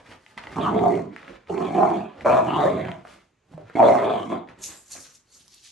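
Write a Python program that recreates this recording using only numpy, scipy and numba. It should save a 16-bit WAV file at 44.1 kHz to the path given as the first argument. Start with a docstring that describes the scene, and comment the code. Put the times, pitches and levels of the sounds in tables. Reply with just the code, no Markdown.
"""Puppy growling on a rug

A small puppy dashes about in a living room, a metre or two from a hand-held phone.
Its four rough growl-barks are uneven throat pulses and breath ringing chest, mouth and muzzle.
Claws tick as short knocks that ring the floorboards; paws thud softly and scuff the rug as noise.
As it runs off, something thin rustles in bursts of bright noise; room echo and faint air surround it.
"""
import sys
import numpy as np
from scipy import signal
from scipy.fft import rfft, irfft, next_fast_len
from scipy.io import wavfile
from scipy.ndimage import uniform_filter1d
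from numba import njit

SR = 44100
rng = np.random.default_rng(int(sys.argv[2]) if len(sys.argv) > 2 else 0)


def unload_audio(sound):
    """Save the sound as a 16-bit wav file, at the path given as the first command line argument."""
    columns = np.transpose(np.atleast_2d(sound))
    # keep every value between -1 and 1, then stretch to whole-number steps
    steps = np.round(np.clip(columns, -1, 1) * 32767)
    wavfile.write(sys.argv[1], SR, steps.astype(np.int16))


N = 251811
TIME_S = np.arange(N) / SR


def growl():
    """Throat pulses and breath ring the head and chest; loose tissue flaps and chops it to a rattle."""
    # One table a growl. Levels after the chest's are relative to it, before the trims below:
    # t/s, chest level/dB, jaw, mouth, muzzle, nose, snarl and treble breath level/dB,
    # jaw f/Hz, mouth f/Hz, nose f/Hz, snarl f/Hz
    growl_paths = [
        [(0.559, -37, -12.5, -4.5, 0, -5.5, -16, -20, 342, 742, 2087, 2975),
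         (0.575, -35, 2.5, 0.5, 6, -31.5, -24, -21, 341, 757, 2196, 2967),
         (0.611, -37.5, 11, 3.5, -7.5, -5, -7, -21, 339, 670, 2370, 3100),
         (0.667, -36, -3.5, -2.5, 11, -17.5, -11.5, -16, 348, 732, 2460, 2815),
         (0.729, -32.5, 5, 0.5, -3, -15.5, -25, -28.5, 348, 739, 1990, 3150),
         (0.785, -31.5, 10, -0.5, -8, -17, -22, -26, 384, 712, 2110, 3250),
         (0.857, -34.5, 2.5, 10.5, -2.5, -21, -24.5, -23, 363.8, 715, 2040, 3470),
         (0.935, -35.5, 9.5, 2, -5.5, -13, -20, -22.5, 372.3, 589.4, 2060, 2943),
         (0.989, -36, 0.5, -2.5, -14.5, -11, -45, -24, 376, 726, 2014, 2970),
         (1.057, -39.5, -11, -24, -17, -34, -42, -34, 319, 670, 2040, 2982),
         (1.14, -55.5, 7, -9, -10, -3, -17, -37, 348.3, 667, 2123, 3268)],
        [(1.495, -41.5, 7, 0, -9.5, -27, -16, -19.5, 368, 736, 2082, 2902),
         (1.533, -33, 0.5, -8, -10.5, -21, -27, -25, 352.4, 757, 2017, 3000),
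         (1.571, -42, 10.5, 4.5, -1.5, -7.5, -42, -17.5, 350.7, 750, 2075, 2956),
         (1.623, -33.5, -1, -3, -6.5, -17, -11, -23, 350.4, 705, 2533, 2830),
         (1.705, -38, 0.5, 0, -10.5, -10, -23, -21.5, 327, 712, 2048, 3090),
         (1.769, -34.5, 5, 5.5, -7, -12.5, -19, -23.5, 353, 713, 2430, 2960),
         (1.825, -33.5, 3, 15.5, 6, -18, -24, -21, 381, 719, 2154, 2945),
         (1.879, -35, 3.5, 6.5, 1, -11, -27.5, -23, 353.6, 721, 2097, 3050),
         (1.977, -35, 4, 1, -4.5, -13.5, -13.5, -24.5, 342, 690, 2320, 3397),
         (2.033, -43.5, -6.5, -0.5, -7.5, -12.5, -23, -22, 342, 733, 2534, 3314),
         (2.14, -63.5, -8.5, -6.5, 5, 3, 1, -31.5, 355.5, 694, 2375, 2998)],
        [(2.248, -40, 14.5, 13.5, 5, -6.5, -22, -18, 356, 665.6, 2160, 2845),
         (2.268, -32.5, -3.5, 12, 10.5, -10, -29, -19, 354.4, 622, 2240, 2876),
         (2.348, -29, 0.5, 9, 1.5, -8, -18, -22, 388, 672, 2513, 3126),
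         (2.386, -37.5, 7.5, 12.5, 12.5, -7, -8, -16.5, 391, 637.6, 2470, 3370),
         (2.42, -34.5, -5.5, 1.5, -5, -12.5, -19, -24.5, 346, 659, 2270, 2960),
         (2.55, -30.5, -5, -2, 1, -14, -9, -26.5, 347, 796, 2300, 2704),
         (2.614, -30.5, 4.5, -3, 5.5, -14, -19, -21.5, 380, 688, 1887, 3736),
         (2.654, -34.5, 2.5, 14.5, 0.5, -8.5, -12, -19, 354, 608, 1870, 3485),
         (2.74, -28.5, -2, -8.5, -11, -21, -25.5, -32, 374, 666, 2195, 3795),
         (2.842, -37, -8.5, -1, -19, -6.5, -17, -26.5, 330, 657, 2018, 3156),
         (3.0, -63, -1.5, 4.5, 7, 3.5, -12, -9, 363.6, 680, 2080, 2923)],
        [(3.754, -39.5, 15, 5, -1, -5, -19, -16, 328.5, 654, 2346, 2960),
         (3.794, -31, -1, 16, -1, -14, -26, -26.5, 356, 713.4, 2378, 3210),
         (3.85, -28, 4, 14, 4, -13, -14.5, -19.5, 375, 601.6, 2074, 3710),
         (3.95, -31.5, -1.5, 12.5, -3.5, -11.5, -23, -20.5, 343, 644, 2090, 3644),
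         (4.008, -36.5, 5, 9.5, 7.5, -4.5, -14, -17.5, 371.4, 602, 1940, 3340),
         (4.086, -35.5, 7, 12.5, 1, -10.5, -13.5, -24, 383, 632, 2400, 3290),
         (4.205, -35, -0.5, -1, -4, -9, -12, -24.5, 350, 732, 2236, 2965),
         (4.284, -36, -10.5, -20, -15.5, -24, -27, -26.5, 357, 691, 2200, 3145),
         (4.314, -30, 3, 1, -3, -13.5, -24, -29, 346.5, 675, 2050, 3313),
         (4.382, -41.5, -6.5, -8.5, -5.5, -15, -21, -27.5, 323.7, 717, 2026, 3350),
         (4.45, -54.5, 1, 1, 3, -19, -17, -47, 361, 697, 2077, 3260)],
    ]
    (chest_db, jaw_db, mouth_db, muzzle_db, nose_db, snarl_db, treble_db,
     jaw_hz, mouth_hz, nose_hz, snarl_hz) = read(growl_paths)
    # Moving muzzle resonance as the lips draw back, one table a growl: t/s, f/Hz
    muzzle_path = [
        [(0.57, 1050), (0.654, 1140), (0.716, 986), (0.76, 1062), (0.796, 926), (0.854, 943), (1.0, 1058)],
        [(1.5, 944), (1.552, 926), (1.592, 1081), (1.74, 1005), (1.762, 1080), (2.0, 958)],
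        [(2.25, 1010), (2.37, 1070), (2.4, 999), (2.602, 910), (2.78, 1143), (2.85, 1018)],
        [(3.76, 951), (3.798, 994), (3.96, 1030), (4.076, 903), (4.156, 968), (4.214, 1110), (4.4, 974)],
    ]
    muzzle_hz = np.interp(TIME_S, *np.vstack(muzzle_path).T)
    # Fixed chest resonances: f/Hz, width/Hz, level/dB (relative to each other)
    chest_modes = [(199, 78, 3.5), (289.7, 110, 2.5)]
    # Fixed breath resonances in the nose: f/Hz, width/Hz, level/dB (relative to each other)
    nose_modes = [(4380, 340, 2), (6030, 4500, 6.5), (10070, 2900, -28.5)]

    beat, air, rattle, rough, belly_db = throat()
    push_db = surges()
    source = (beat + .6 * rough * air) * rattle * undb(push_db)

    # Low and middle voice; minus signs flip some resonances against the others.
    voice = body(source, chest_modes)
    voice = voice - ring(source, jaw_hz, 97, jaw_db) - ring(source, 89, 80, belly_db)
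    voice = voice + ring(source, mouth_hz, 180, mouth_db - .7, patchy_db=1.34)
    # Breath gives the mouth a narrower, more sustained ring beside the pulsed one.
    mouth_breath = air * np.sqrt(rattle) * undb(push_db)
    voice = voice + ring(mouth_breath, mouth_hz, 60, mouth_db - 8, patchy_db=-0.6)
    voice = voice - ring(source, muzzle_hz, 170, muzzle_db - 4, patchy_db=3.0)
    voice = voice - ring(source, 1144, 400, muzzle_db - 3)
    voice_band = signal.butter(3, (85, 1460), "band", fs=SR, output="sos")
    voice = signal.sosfilt(voice_band, voice)

    # Breath through nose and teeth follows the rattle and the pushes less strongly.
    wind = (.2 * beat + air) * np.sqrt(rattle) * undb(.4 * push_db)
    rasp = ring(wind + 0.51 * source, 1613, 490, nose_db - 2.5)
    rasp = rasp + ring(wind, nose_hz, 470, nose_db, patchy_db=4.5)
    rasp = rasp + ring(wind, snarl_hz, 600, snarl_db, patchy_db=5.5)
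    treble = undb(treble_db) * unit(sum(ring(wind, *mode) for mode in nose_modes))
    return undb(chest_db) * (voice + rasp + treble)


def throat():
    """Uneven throat pulses, breath strongest just after each pulse, and the flapping tissue's gain."""
    # One row a growl. After its start t/s and end t/s come pairs (value at start, at end):
    # pulse rate f/Hz, roughness (0 to 1), belly level/dB above chest, flap rate f/Hz, flap depth/dB
    throat_rows = [(0.554, 1.138, 185.3, 169.3, 0.6, 0.69, 1.5, -12, 70, 42.11, 3.8, 15),
                   (1.489, 2.141, 174.7, 166, 0.63, 0.63, -12.5, -5, 39.91, 49.94, 5.9, 5.8),
                   (2.249, 3.018, 128.5, 159.9, .55, .65, -15.5, 3.5, 45.63, 45.23, 4.4, 7.2),
                   (3.751, 4.452, 118.7, 125.7, 0.51, 0.77, -12, -16.5, 35.11, 43.67, 3.71, 9.8)]
    rows = np.array(throat_rows)
    times = rows[:, :2].ravel()
    pulse_hz, rough, belly_db, flap_hz, flap_db = (
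        np.interp(TIME_S, times, rows[:, k:k + 2].ravel()) for k in range(2, 12, 2))

    # One random pair a pulse: the scatter of its length and of its size.
    chance = rng.uniform(-1, 1, (N // 40, 2)) * [.44, .48]
    beat, phase = pulses(pulse_hz, np.clip(rough, 0, 1), chance)
    air = unit(noise() * (0.11 + np.exp(-phase / 1.1)))

    _, flap = pulses(flap_hz, np.ones(N), rng.uniform(-.4, .4, (N // 40, 2)))
    # The square root makes each flap loud for its first quarter and quiet for the rest.
    rattle = unit(undb(flap_db / 2 * np.sin(2 * np.pi * np.sqrt(flap))))
    return unit(beat), air, rattle, rough, belly_db


def surges():
    """Sudden hard throat pushes: a gain in dB that jumps and dies away, sooner after a hard one."""
    # Pushes inside the growls: t/s, push level/dB (before its quick rise and fall are applied)
    push_rows = [(0.579, 5), (0.656, 1.5), (0.826, 3.5), (0.851, 2.5), (0.949, 4), (1.492, 8), (1.572, 3.5),
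                 (1.605, 8.5), (1.747, 13), (1.775, 12), (1.82, 1), (1.895, 5), (2.253, 8.5), (2.292, 13.5),
                 (2.367, 6.5), (2.467, 4.5), (2.655, 14.5), (3.755, 2.5), (3.794, 8), (3.825, 6),
                 (3.942, 3), (4.029, 3), (4.31, 5.5), (4.333, 4.5), (4.355, 6.5), (2.312, 4), (0.68, 4),
                 (3.9, 4), (2.848, 2.5), (2.882, 5), (2.915, 5)]
    soft_s, halves_db = 0.036, 5.5  # fall time of a very soft push; it halves for every so many dB harder
    out, t = np.zeros(N), np.arange(4000) / SR
    for s, db in push_rows:
        fall_s = soft_s * .5 ** (db / halves_db)
        add(out, s, db * np.minimum(t / 0.0071, 1) * np.exp(-(t / fall_s) ** 2))
    return out


@njit
def pulses(hz, rough, chance):
    """One pulse a cycle, and the place within each cycle; roughness scatters length and size."""
    y, phase, p, k = np.zeros(len(hz) + 1), np.empty(len(hz)), 0., 0
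    for i in range(len(hz)):
        step = hz[i] * np.exp(rough[i] * chance[k, 0]) / SR
        p += step
        if p >= 1:
            p, k = p - 1, k + 1
            size = np.exp(rough[i] * chance[k, 1])
            # Sharing the pulse between two samples places it between them.
            y[i] += size * p / step
            y[i + 1] += size * (1 - p / step)
        phase[i] = p
    return y[:-1], phase


def body(x, modes):
    """Fixed resonances of alternating sign, like parts of a body ringing side by side."""
    parts = [undb(db) * unit(band(x, hz, width)) for hz, width, db in modes]
    return unit(sum((-1) ** k * part for k, part in enumerate(parts)))


def ring(x, hz, width, db, patchy_db=2.5):
    """A resonance that wanders in pitch and comes and goes on its own."""
    level = undb(db + patchy_db * np.tanh(walk(45)))
    wandering_hz = hz * undb(.35 * walk(40))  # typically about 4 % up or down
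    return level * unit(band(x, wandering_hz, width))


def read(tables, fade_s=0.0036):
    """Turns table columns into curves in time; the first, a level, sinks to silence between tables."""
    rows = []
    for table in tables:
        before = (table[0][0] - fade_s, -110, *table[0][2:])
        after = (table[-1][0] + 3 * fade_s, -110, *table[-1][2:])
        rows += [before, *table, after]
    s, *columns = np.transpose(rows)
    return [np.interp(TIME_S, s, column) for column in columns]


def claws():
    """Claws tick: a dry knock rings the floorboards, with a bright crack and a little scrape."""
    # Claw ticks: t/s, level/dB, knock f/Hz, crack level/dB and board ring level/dB (above the tick's)
    ticks = [(0.064, -33.5, 2300, -23, -16), (0.2637, -24.5, 2300, -34, -23.5),
             (0.3766, -22.5, 2120, -14, -5), (0.4381, -21, 2320, -36, -21),
             (0.4703, -17.5, 1500, -45, -13.5), (0.518, -30, 2380, -21, -14),
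             (0.791, -15.5, 1910, -34, -27), (0.9536, -21.5, 2650, -16, -20), (1.1632, -14, 1760, -52, -33),
             (1.2303, -23.5, 1820, -41, -26), (1.2472, -27, 2800, -40, -27),
             (1.2797, -18.5, 1810, -47, -34), (1.473, -29, 2230, -33, -23), (1.579, -18, 2400, -25, -28),
             (1.653, -17, 2850, -29, -27), (1.748, -23, 2430, -23, -18), (1.903, -21, 2540, -17, -23),
             (2.209, -19.5, 2136, -38, -20), (2.304, -30, 4570, -1, -37), (2.8524, -17, 2080, -40, -33),
             (2.8842, -15.5, 970, -46, -19), (2.9165, -14, 2480, -55, -19.5),
             (3.052, -23.5, 1260, -41, -34), (3.0726, -25, 1520, -29, -33), (3.699, -23.5, 1450, -24, -39),
             (4.475, -35, 2270, -32, -12), (4.488, -22.5, 2130, -47, -25), (5.48, -26, 5360, -3, -47.5),
             (5.5414, -35.5, 5000, 4, -42), (5.545, -33, 4690, 6, -45)]
    # Floor under the rug: f/Hz, level/dB (relative), time to fall by 60 dB t/s
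    board_modes = [(930, -1, 0.021), (1986, 0, 0.022), (3100, -4, .012), (4460, -10, 0.008)]
    out, t = np.zeros(N), np.arange(4000) / SR
    for s, db, hz, crack_db, ring_db in ticks:
        grit = rng.standard_normal(len(t))
        knock = np.sin(2 * np.pi * hz * t) * np.exp(-1.4 * t * hz)
        boards = np.zeros(len(t))
        for (board_hz, board_db, t60), r in zip(board_modes, grit):
            tone = np.sin(2 * np.pi * board_hz * t * (1 + 0.036 * r))  # each tick slightly detuned
            boards += undb(board_db) * tone * 1000 ** (-t / t60)
        scrape_fade = 0.07 * 1000 ** (-t / 0.0017) + 0.041 * 1000 ** (-t / 0.0043)
        scrape = unit(svf(grit, np.full(len(t), 1. * hz), .5 * hz)) * scrape_fade
        crack = undb(crack_db) * svf(grit, np.full(len(t), 6500.), 5000.) * 1000 ** (-t / 0.0035)
        tick = knock + undb(ring_db) * boards + scrape + crack
        add(out, s, undb(db) * tick * np.minimum(t / 0.00042, 1))
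    return out


def pads():
    """Paw pads thud softly: a quickly dying tone with a little band of noise around its pitch."""
    # Paw thuds: t/s, level/dB (before the tone's decay), f/Hz
    thuds = [(0.3697, -41.5, 235), (3.05, -37, 686), (3.514, -44, 254), (3.537, -40, 710),
             (3.542, -35, 159), (3.578, -29, 587), (3.6, -37, 407), (3.613, -36.5, 670),
             (3.635, -43.5, 109.4), (3.698, -39.5, 446.8), (4.69, -45, 318), (4.953, -37, 706)]
    out, t = np.zeros(N), np.arange(4000) / SR
    for s, db, hz in thuds:
        grit = rng.standard_normal(len(t))
        pad = np.sin(2 * np.pi * hz * t) * np.exp(-t * hz / 2.5)
        drag = 0.081 * unit(svf(grit, np.full(len(t), 1. * hz), 510.0)) * 1000 ** (-t / 0.023)
        add(out, s, undb(db) * (pad + drag) * np.minimum(t / 0.00036, 1))
    return out


def scuffs():
    """Paws drag over the rug's pile with a hiss, and the floor rumbles."""
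    # Drags: peak t/s, scuff level/dB, rise t/s and fall t/s (each over 20 dB),
    # rumble level/dB and hiss level/dB (above the scuff)
    scuff_rows = [(0.0, -50.5, .01, 0.034, 0, -22), (0.121, -46.5, 0.11, 0.065, -1.5, -14),
                  (.31, -60, 0.26, 0.073, -5, -4.5), (0.378, -43.5, 0.0059, 0.039, -4.5, -48),
                  (0.533, -44, 0.15, 0.097, 2.5, -15), (1.188, -60, 0.52, 0.49, -5.5, -29),
                  (1.309, -49.5, 0.14, 0.11, 3, -40), (1.486, -54, 0.025, 0.027, 6, -25),
                  (2.19, -56, 0.13, 0.047, 11.5, -30.5), (2.217, -47.5, 0.018, 0.11, 1.5, -17),
                  (3.002, -62.5, 0.12, 0.19, 8, -44), (3.11, -55.5, 0.093, 0.15, 0.5, -2.5),
                  (3.54, -71, 0.088, 0.046, 16, 4.5), (3.6, -68, 0.051, 0.09, 16, -20),
                  (3.706, -55, 0.13, 0.036, -1.5, -23), (3.744, -55.5, 0.014, 0.022, -1, -13),
                  (4.493, -54, 0.037, 0.088, 7.5, -53), (4.602, -56, 0.06, 0.14, 2, -28),
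                  (4.705, -53, 0.048, 0.11, 1.5, 4.5), (4.969, -52, 0.1, 0.16, -2, -12),
                  (5.36, -73.5, 0.225, 0.54, 6, -30)]
    s, db, rise_s, fall_s, rumble_db, hiss_db = np.transpose(scuff_rows)
    drags = swells(s, db, rise_s, fall_s)
    scuff = drags.sum(axis=0) * grainy(1400, 2100, 3, 40)
    rumble = undb(rumble_db) @ drags * grainy(100, 700, 0.94, 31)
    hiss = undb(hiss_db) @ drags * grainy(3700, 7600, 0.7, 25)
    return scuff + rumble + hiss


def rustle():
    """Something thin rustles: bursts of bright, grainy noise with a duller lower edge and airy top."""
    # Bursts: peak t/s, main level/dB, rise t/s and fall t/s (each over 20 dB),
    # centre f/Hz, lower edge level/dB (above the main one)
    rustle_rows = [(4.59, -62, 0.0047, 0.11, 7540, -4), (4.638, -35, 0.022, 0.11, 6400, -12.5),
                   (4.79, -60.5, 0.11, 0.25, 7500, -21), (4.921, -41, 0.037, 0.11, 6500, -9.5),
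                   (5.041, -53, 0.15, 0.1, 6200, -4), (5.15, -54.5, 0.041, 0.056, 6450, -8.5),
                   (5.355, -55.5, 0.075, 0.14, 6540, -2), (5.531, -59.5, 0.082, 0.31, 5720, -0.5),
                   (5.643, -54.5, 0.034, 0.15, 6260, 2.5)]
    s, db, rise_s, fall_s, hz, low_db = np.transpose(rustle_rows)
    bursts = swells(s, db, rise_s, fall_s)
    centre_hz = np.interp(TIME_S, s, hz)
    low_grain = grainy(3800 * undb(0.44 * walk(32)), 3900, 2.9, 40) + 0.44 * grainy(4400, 500, 3.7, 22)
    low = undb(low_db) @ bursts * low_grain
    top = undb(-8.5) * (grainy(9200, 4030, 4.0, 31) + 0.51 * grainy(11360, 1100, 2.2, 12))
    main = grainy(centre_hz, 3000, 1.7, 90) + 0.29 * grainy(centre_hz, 450, 4.6, 25)
    return low + bursts.sum(axis=0) * (main + top)


def swells(s, db, rise_s, fall_s):
    """The gain of each event in time: up 20 dB over the rise, down 20 dB over the fall."""
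    t = TIME_S - s[:, None]
    slope = np.minimum(t / rise_s[:, None], -t / fall_s[:, None])
    return undb(db[:, None] + 20 * slope)


def grainy(hz, width, flicker_db, rate):
    """Dense tiny slips heard through one broad, flickering resonance."""
    # Each slip lasts 64 samples and has its own random loudness.
    loudness_db = 2.5 * np.minimum(rng.exponential(size=N // 64 + 1), 3)
    grains = undb(loudness_db).repeat(64)[:N]
    return unit(band(noise() * grains, hz, width) * undb(flicker_db * walk(rate)))


def echo(x, t60, bright_hz, count=40):
    """Decaying clouds of reflections of power 1; the puppy moves, so the cloud keeps changing."""
    t, hop = np.arange(int(t60 * SR)) / SR, N // count + 1
    clouds = rng.standard_normal((count + 1, len(t))) * 1000 ** (-t / t60)
    clouds = signal.lfilter([1], [1, -np.exp(-2 * np.pi * bright_hz / SR)], clouds)  # softens treble
    x, out = np.pad(x, (hop, 2 * hop)), np.zeros(N + 4 * hop + len(t))
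    window = np.sin(np.pi * np.arange(2 * hop) / (2 * hop))  # overlapping pieces blend smoothly
    for k, cloud in enumerate(clouds):
        piece = x[k * hop:(k + 2) * hop] * window
        add(out, k * hop / SR, signal.fftconvolve(piece, cloud / np.sqrt(np.sum(cloud ** 2))))
    return out[hop:hop + N]


def room_air():
    """Faint, steady background air: white noise coloured by a smooth curve."""
    # Colour of the air: f/Hz, level/dB per Hz (relative; the overall level is set below)
    air_colour = [(15, -32.5), (25, 6.5), (96, 4.5), (323, -5.5), (358, -1), (513, -12), (2480, -13),
                  (5250, -27.5), (6460, -18), (12000, -45.5), (15600, -47), (22000, -120)]
    return undb(-69.5) * unit(shape(noise(), air_colour))


def undb(db):
    """Turns a level in dB into a gain."""
    return 10 ** (np.asarray(db) / 20)


def unit(x):
    """Scales a sound to rms 1."""
    return x / np.sqrt(np.mean(x ** 2))


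def noise():
    """White noise: equal strength at every pitch."""
    return rng.standard_normal(N)


def walk(rate):
    """Random levels held for 1 / rate seconds, joined by slopes; spread near 1."""
    hold = int(SR / rate)
    steps = np.repeat(rng.standard_normal(N // hold + 1), hold)
    return unit(uniform_filter1d(steps, hold)[:N])


def add(out, s, burst):
    """Mixes a short sound in at time s, in seconds."""
    i = int(s * SR)
    out[i:i + len(burst)] += burst[:len(out) - i]


@njit
def svf(x, hz, width):
    """A resonance with a moving centre, where its gain is 1 (a state-variable band-pass)."""
    y, b, l = np.empty(len(x)), 0., 0.
    for i in range(len(x)):
        g, k = np.tan(np.pi * hz[i] / SR), width / hz[i]
        v = (b + g * (x[i] - l)) / (1 + g * (g + k))
        b, l, y[i] = 2 * v - b, l + 2 * g * v, k * v
    return y


def band(x, hz, width):
    """A steep resonance: the band-pass twice."""
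    hz = np.clip(hz, 20, .45 * SR) * np.ones(N)
    return svf(svf(x, hz, 1. * width), hz, 1. * width)


def shape(x, points):
    """Colours a sound by a curve through (Hz, dB) points."""
    hz, db = np.transpose(points)
    size = next_fast_len(N)
    log_hz = np.log(np.arange(size // 2 + 1) * SR / size + 1)
    gain = undb(np.interp(log_hz, np.log(hz), db))
    return irfft(rfft(x, size) * gain, size)[..., :N]


def scene():
    """Everything in the room; early reflections differ between the two microphone ports."""
    # Strength of the left-right difference under the sum: f/Hz, level/dB
    spread = [(60, -25), (110, -27), (190, -22.5), (350, -10), (630, -3.5), (1130, -6.5), (2020, -17),
              (3640, -8), (6540, -5), (11800, -3)]
    # Balance of the two sides: f/Hz, left minus right level/dB
    lean = [(60, 0.0), (110, -0.5), (190, -2.5), (350, -4.5), (630, -1.5), (1130, 1.0), (2020, 0.0),
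            (3640, 0.0), (6540, 0.0), (11800, 0.0)]
    near = growl() + claws() + pads() + scuffs() + rustle()
    mid = near + undb(-10.5) * echo(near, 0.31, 2200) + room_air()
    side = shape(echo(mid, .15, 14000), spread)
    left = shape(mid + side, [(hz, db / 2) for hz, db in lean])
    right = shape(mid - side, [(hz, -db / 2) for hz, db in lean])
    return np.array([left, right])


def record(dry):
    """The phone drops the deepest bass, rounds the loudest peaks and cuts the top."""
    bass_hz, top_hz = 55, 11850
    dry = signal.sosfilt(signal.butter(2, bass_hz, "high", fs=SR, output="sos"), dry)
    soft = .9 * np.tanh(dry / .9)
    return signal.sosfilt(signal.ellip(10, .2, 80, top_hz, fs=SR, output="sos"), soft)


dry = scene()
out = record(dry)
unload_audio(out)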